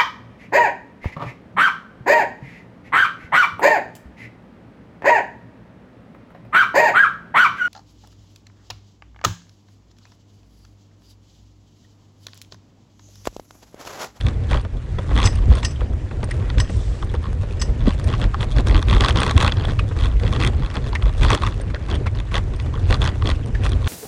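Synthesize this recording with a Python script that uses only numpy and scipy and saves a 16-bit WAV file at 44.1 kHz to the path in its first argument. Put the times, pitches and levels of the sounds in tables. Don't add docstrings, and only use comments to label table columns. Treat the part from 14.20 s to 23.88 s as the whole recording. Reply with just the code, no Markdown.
import sys
import numpy as np
from scipy import signal
from scipy.io import wavfile

SR = 44100
rng = np.random.default_rng(int(sys.argv[2]) if len(sys.argv) > 2 else 0)


def convert_level_to_amplitude(level_db):
    exponent = np.asarray(level_db, float) / 20
    return 10 ** exponent


def master_out(mix):
    frames = np.transpose(np.atleast_2d(mix))
    ceiling = np.clip(frames, -1, 1)
    pcm = np.round(ceiling * 32767).astype(np.int16)
    wavfile.write(sys.argv[1], SR, pcm)


N = 426888

# f/Hz, width/Hz, level/dB
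FRAME = [(26, 12, -9), (31.4, 10, -1.5), (51, 18, 2), (80, 29, 1), (129, 53, -7)]
# f/Hz, width/Hz, level/dB
DULL = [(550, 314, 7.5), (780, 55, -6.5), (1100, 230, 1)]
HARD = [(1530, 265, -2.5), (1960, 184, 1.5), (2586, 505, 1), (2864, 740, 0.5), (3368, 363, 3),
        (4440, 970, -7)]
BRIGHT = [(5120, 1400, 9), (6870, 370, 0.5), (6900, 1700, -8.5), (8830, 280, -8), (9200, 1100, -47)]
# t/s, length/s, knock level/dB, dull part/dB
PATCHES = [(0.066, 0.026, -23.5, 1), (0.311, 0.062, -21.5, 1), (0.963, 0.11, -16, 0),
           (1.3012, .082, -25, 1.5), (3.6688, 0.038, -22.5, 0), (3.8874, 0.061, -25, -2),
           (4.0148, 0.036, -19, -4), (4.207, 0.025, -22, 1), (4.3635, 0.039, -16, -6),
           (4.47, 0.12, -20.5, -1.5), (4.684, 0.093, -15.5, -3.5), (4.8071, 0.11, -13, -3),
           (4.958, 0.084, -13, -1), (5.064, 0.048, -16, -1), (5.165, 0.12, -12.5, -0.5),
           (5.4885, 0.021, -24, -34), (5.772, 0.1, -26, 0.5), (6.034, 0.054, -24, -8),
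           (6.126, 0.043, -20, 0), (6.201, 0.078, -14.5, -18), (6.5545, .022, -20, 3.5),
           (7.018, 0.068, -18.5, -1), (7.103, 0.044, -11, 1.5), (7.22, 0.063, -20.5, 3.5),
           (7.7, 0.059, -24.5, -7), (8.1412, 0.04, -15.5, -3), (8.7067, 0.043, -12.5, -0.5),
           (8.817, 0.07, -18, 0), (9.0562, 0.063, -17.5, -5), (9.4362, 0.029, -21.5, 4.5)]


def rms_one(x):
    return x / np.sqrt(np.mean(x ** 2) + 1e-20)


def low_pass(x, hz):
    return signal.sosfilt(signal.butter(2, hz, fs=SR, output="sos"), x)


def drift(rate_hz):
    step = 40
    run_in = 2000
    r = np.exp(-2 * step * np.pi * rate_hz / SR)
    noise = rng.standard_normal(N // step + run_in + 2)
    slow = signal.lfilter([1], [1, -2 * r, r * r], noise)[run_in:]
    return np.interp(np.arange(N) / step, np.arange(len(slow)), rms_one(slow))


def resonance(x, hz, width_hz):
    r = np.exp(-np.pi * width_hz / SR)
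    w = 2 * np.pi * hz / SR
    return signal.lfilter(np.array([1, 0, -1]) * (1 - r * r) / 2, [1, -2 * r * np.cos(w), r * r], x)


def body(x, peaks, patchy_db, rate_hz):
    out = 0
    for k, (hz, width_hz, db) in enumerate(peaks):
        drive = x * convert_level_to_amplitude(db + patchy_db * drift(rate_hz))
        out = out + (-1) ** k * resonance(drive, hz, width_hz)
    return out


def coloured(spectrum, patchy_db, rate_hz):
    hz, db = np.transpose(spectrum)
    edges = np.geomspace(hz[0], hz[-1], num=int(3 * np.log2(hz[-1] / hz[0])) + 2)
    white = rng.standard_normal((2, N))
    together = drift(rate_hz)
    out = 0
    for k, (low, high) in enumerate(zip(edges, edges[1:])):
        band = signal.sosfilt(signal.butter(2, [low, high], "band", fs=SR, output="sos"), white[k % 2])
        level_db = np.interp(np.log(low * high) / 2, np.log(hz), db)
        out = out + band * convert_level_to_amplitude(level_db + patchy_db * (0.7 * together + drift(rate_hz)))
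    return rms_one(out)


def bursts(times, db, decay_s, rise_s=0.00081):
    marks = np.full(N, 1e-18)
    places = np.minimum((np.asarray(times) * SR).astype(int), N - 1)
    np.add.at(marks, places, convert_level_to_amplitude(db))
    fall = np.exp(-1 / (decay_s * SR))
    rise = np.exp(-1 / (rise_s * SR))
    swell = signal.lfilter([1 - rise], np.convolve([1, -fall], [1, -rise]), marks)
    return swell * rng.uniform(-1.7, 1.7, N)


def shudder(sway_db, bend_db):
    sway = body(rng.standard_normal(N), FRAME[:3], patchy_db=-4.0, rate_hz=7.4)
    bend = body(rng.standard_normal(N), FRAME[3:], patchy_db=1.5, rate_hz=13.7)
    return convert_level_to_amplitude(sway_db) * rms_one(low_pass(sway, 72)) + convert_level_to_amplitude(bend_db) * rms_one(low_pass(bend, 149))


def thuds():
    # t/s, peak level/dB
    roots = [(0.0964, -30), (0.344, -12.5), (0.448, -21.5), (0.7843, -15.5), (0.9105, -16.5), (1.316, -17),
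             (1.614, -19.5), (1.9108, -21), (2.0288, -15), (2.4942, -21.5), (2.939, -14), (3.231, -22.5),
             (3.6742, -13), (3.919, -30), (4.0304, -22), (4.389, -26), (4.51, -18), (4.955, -14.5),
             (5.71, -21), (6.0313, -19), (6.558, -19), (6.8605, -19), (7.1213, -11), (7.417, -29),
             (7.54, -19.5), (7.714, -23), (7.859, -18), (8.1414, -14.5), (8.705, -13), (9.452, -34)]
    # f/Hz, width/Hz, level/dB
    wheel = [(336, 257, 0.5), (542, 126, 5), (820, 570, -7)]
    s, db = np.transpose(roots)
    blow = bursts(s, db, decay_s=0.0086, rise_s=0.00054)
    jolt = body(blow, FRAME[3:] + [(184, 144, -5.0)], patchy_db=6.0, rate_hz=1.1)
    ring = body(blow, wheel, patchy_db=1.0, rate_hz=33)
    return convert_level_to_amplitude(17) * low_pass(jolt, 300) + convert_level_to_amplitude(11) * low_pass(ring, 2500)


def tyre_roll(level_db):
    # f/Hz, level per Hz/dB
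    dirt = [(82, -37), (140, -6), (199, -4), (490, -11.5), (900, -25), (1170, -63), (1980, -120)]
    return convert_level_to_amplitude(level_db) * coloured(dirt, patchy_db=2.0, rate_hz=24)


def knock_times():
    # t/s, length/s, knock level/dB, dull part/dB
    ripples = [(0.891, 0.068, -36, 8), (1.15, .04, -34, 1), (2.2, 0.034, -40, 15.5), (2.95, 0.018, -33, 4),
               (3.04, 0.033, -34, 10), (3.592, 0.063, -34.5, -2), (5.37, 0.14, -27.5, -2),
               (6.334, 0.051, -35, -6), (6.433, 0.035, -29.5, 3.5), (6.501, .018, -32, -4),
               (6.623, 0.056, -34.5, -4), (6.838, 0.055, -32, 6), (7.298, 0.023, -37, -3),
               (7.162, 0.025, -25.5, -1), (7.613, .06, -37.5, -11), (5.899, 0.035, -34, -2),
               (7.95, 0.061, -32, -2), (8.336, 0.0084, -32, -3), (8.399, 0.0057, -27, -9),
               (0.396, .01, -34, 5), (0.569, 0.0097, -38, -8), (8.539, 0.02, -32, 6),
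               (9.491, 0.043, -29, -12), (9.643, .02, -28.5, -1)]
    # t/s, peak level/dB, dull part/dB
    lone = [(0.0102, -24.5, -2.5), (0.4495, -36, 1), (0.787, -31, 3), (0.907, -34, 13), (1.43, -21.5, 5),
            (1.4498, -18, -8), (1.607, -30, 1), (2.0296, -28.5, 2), (2.3004, -20, 0), (2.3821, -18, -20),
            (2.401, -16.5, -18), (2.496, -42, -6), (2.8249, -28.5, 9.5), (3.231, -45, 16),
            (3.4196, -18.5, -3), (4.143, -24.5, 12.5), (4.6262, -19, 0), (5.3208, -13, -17),
            (5.368, -29, -11), (5.591, -25.5, 6.5), (5.998, -27, -29), (6.422, -27, 3), (6.729, -21.5, 3),
            (6.7519, -18, 0), (6.823, -22.5, 1), (7.3228, -27.5, -3), (7.5455, -23.5, -14),
            (7.867, -26, -8), (9.0218, -23.5, 2.5), (9.6739, -12, 1)]
    start, length, db, dull_db = np.transpose(PATCHES + ripples)[:, :, None]
    gap, size, colour = rng.standard_normal((len(start), 3, 16)).transpose(1, 0, 2)
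    steps = 0.0135 * np.exp(0.22 * gap)
    late = np.cumsum(steps, axis=1) - steps[:, :1]
    fade_db = 3000 * np.maximum(late - length, 0)
    level_db = db + 2.5 * size - fade_db
    rows = np.stack([start + late, level_db, dull_db + 3.0 * colour]).reshape(3, -1)
    return np.hstack([rows, np.transpose(lone)])


def knocks():
    s, db, dull_db = knock_times()
    snap = bursts(s, db + 1, decay_s=0.0011, rise_s=0.0003)
    faint_swell = bursts(np.maximum(s - 0.01, 0), db - 20, decay_s=0.009, rise_s=0.006)
    press = bursts(s, db + dull_db, decay_s=0.003, rise_s=0.001) + convert_level_to_amplitude(10.5) * faint_swell
    dull = convert_level_to_amplitude(14.5) * body(press, DULL[1:], patchy_db=2.0, rate_hz=27)
    hard = convert_level_to_amplitude(14) * body(snap + faint_swell, HARD, patchy_db=1.2, rate_hz=30)
    bright = convert_level_to_amplitude(-6.5) * body(snap + 0.5 * faint_swell, BRIGHT, patchy_db=2.0, rate_hz=66)
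    return low_pass(dull, 1950) + hard + bright


def chatter(level_db):
    bounce_hz = 135 * convert_level_to_amplitude(3.0 * drift(40))
    bounces = np.cumsum(bounce_hz / SR)
    born = np.flatnonzero(np.diff(bounces.astype(int)))
    sizes_db = 3.0 * np.minimum(rng.exponential(1, N), 2.2) + 1.8 * drift(8)
    touches = bursts(born / SR, sizes_db[born], decay_s=0.0013)
    dull = convert_level_to_amplitude(8.5) * body(touches, DULL, patchy_db=6.5, rate_hz=60)
    hard = body(touches, HARD, patchy_db=8.0, rate_hz=15.7)
    bright = convert_level_to_amplitude(-20) * body(touches, BRIGHT, patchy_db=3.0, rate_hz=23)
    return convert_level_to_amplitude(level_db + 0.06) * rms_one(dull + hard + bright)


def clinks():
    # t/s, peak level/dB
    strikes = [
        (1.053, -8),
        (1.4462, -13),
        (1.507, -37),
        (2.398, -17),
        (3.4136, -15.5),
    ]
    clip = [(1860, 64, 2), (2800, 190, -3), (5060, 29, 1), (5210, 81, 5), (5780, 75, -9), (6270, 240, 0),
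            (7780, 73, -0.5)]
    s, db = np.transpose(strikes)
    scrape = bursts(s, db, decay_s=0.008, rise_s=0.002) + bursts(s, db - 18, decay_s=0.035)
    lead_in = bursts(s - 0.02, db - 10, decay_s=0.008, rise_s=0.008)
    rough = convert_level_to_amplitude(-3) * body(scrape, HARD[:1] + HARD[5:] + BRIGHT, patchy_db=1.5, rate_hz=60)
    return rough + convert_level_to_amplitude(8.5) * body(scrape + lead_in, clip, patchy_db=2.0, rate_hz=22)


def tonks():
    # t/s, peak level/dB, pitch f/Hz
    hollow = [(1.557, -38, 3130), (2.107, -21, 1860), (5.588, -19, 2550), (6.75, -16.5, 1920),
              (7.4064, -31, 1720), (7.498, -25, 1120), (7.5532, -26, 1530), (7.6835, -24, 1050),
              (7.8609, -19, 1120), (7.866, -22, 2140), (8.113, -23.5, 1190), (9.3464, -24.5, 1710)]
    out = np.zeros(N)
    t = np.arange(1500) / SR
    for s, db, hz in hollow:
        swell = t / 0.0036 * np.exp(-t / 0.0048)
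        blow = convert_level_to_amplitude(db + 18) * rng.standard_normal(len(t)) * swell
        ring = resonance(resonance(blow, hz, width_hz=230), hz, width_hz=4300)
        out[int(s * SR):][:len(t)] += ring
    return out


def tinks():
    # t/s, peak level/dB
    ticks = [(0.411, -36), (0.828, -42), (1.154, -26), (1.352, -26), (2.041, -26.5), (2.1097, -23.5),
             (2.5017, -38), (2.5666, -35), (2.8438, -36), (2.9383, -35), (3.8404, -26.5), (4.3231, -41),
             (4.4742, -37), (5.0018, -21), (5.594, -33), (6.7531, -43), (7.413, -29), (7.751, -35),
             (8.3607, -32.5), (8.4218, -39), (9.2585, -34), (9.4918, -26.5)]
    # f/Hz, width/Hz, level/dB
    buckle = [(8640, 210, -6), (9500, 170, -20)]
    s, db = np.transpose(ticks)
    tick = bursts(s, db, decay_s=0.003)
    ring = convert_level_to_amplitude(16) * body(tick, buckle, patchy_db=2.2, rate_hz=10)
    return ring + convert_level_to_amplitude(-8) * body(tick, BRIGHT, patchy_db=1.0, rate_hz=30)


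def swish():
    # t/s, level/dB
    passing = [
        (2.40, -89),
        (2.5, -48.5),
        (2.7, -52),
        (2.82, -53),
        (2.9, -80),
    ]
    # f/Hz, width/Hz, level/dB
    tuft = [(3200, 1900, -0.5), (5500, 1600, 2), (7760, 1100, 0)]
    level_db = np.interp(np.arange(N) / SR, *np.transpose(passing), left=-120, right=-120)
    return convert_level_to_amplitude(level_db) * rms_one(body(rng.standard_normal(N), tuft, patchy_db=1.0, rate_hz=15))


def grass_brush(level_db):
    # f/Hz, level per Hz/dB
    blades = [(800, -5.5), (1000, -3), (2000, -4), (4000, -16), (8200, -20.5), (9500, -32.5), (11500, -33),
              (15500, -55)]
    return convert_level_to_amplitude(level_db) * coloured(blades, patchy_db=1.5, rate_hz=14)


def roughness():
    t = np.arange(0, N, 40) / SR
    out = 0
    for start, length, db, _ in PATCHES:
        inside_s = np.minimum(t - start, start + length - t)
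        edge = np.clip(inside_s / 0.031 + 1, 0, 1)
        out = np.maximum(out, edge * (1 + 0.037 * (db + 21.5)))
    return np.interp(np.arange(N) / SR, t, out)


def scene():
    # t/s, level/dB
    ride = [(0.0, -20), (0.38, -18.5), (0.48, -28), (0.97, -16), (1.89, -24), (2.4, -14.5), (2.51, -21.5),
            (5.2, -16.5), (5.63, -19.5), (5.77, -20.5), (7.01, -19), (7.04, -16.5), (7.57, -23.5),
            (7.79, -18), (7.93, -23.5), (8.71, -17.5), (9.25, -21), (9.68, -14.5)]
    ride_db = np.interp(np.arange(N) / SR, *np.transpose(ride))
    rough = roughness()
    mean_db = ride_db.mean()

    def follow(offset_db, share, lift_db):
        return mean_db + offset_db + share * (ride_db - mean_db) + lift_db * rough

    lumps_db = 1.6 * drift(9)
    frame = shudder(follow(-2.5, 0.84, 3.5) + lumps_db, follow(-3.5, 0.84, 3) + lumps_db)
    roll = tyre_roll(follow(-16, 0.61, 7) + lumps_db)
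    loose = chatter(follow(-26, 1.43, 8.3))
    grass = grass_brush(follow(-28.5, 0.55, 5.7))
    blows = thuds() + knocks() + clinks() + tonks() + tinks()
    return (frame + roll + loose + blows + swish() + grass)[None]


def roll_off(x):
    return signal.sosfilt(signal.butter(12, 15700, fs=SR, output="sos"), x)


def record(dry):
    edge_hz = 10570
    rounded = 0.92 * np.tanh(dry / 0.95)
    passed = signal.sosfilt(signal.cheby2(8, 50, edge_hz * 1.186, fs=SR, output="sos"), rounded)
    shelf = signal.sosfilt(signal.butter(3, [edge_hz, 14500], "band", fs=SR, output="sos"), rounded)
    return roll_off(passed + convert_level_to_amplitude(-15) * shelf)


dry = scene()
out = record(dry)
master_out(out)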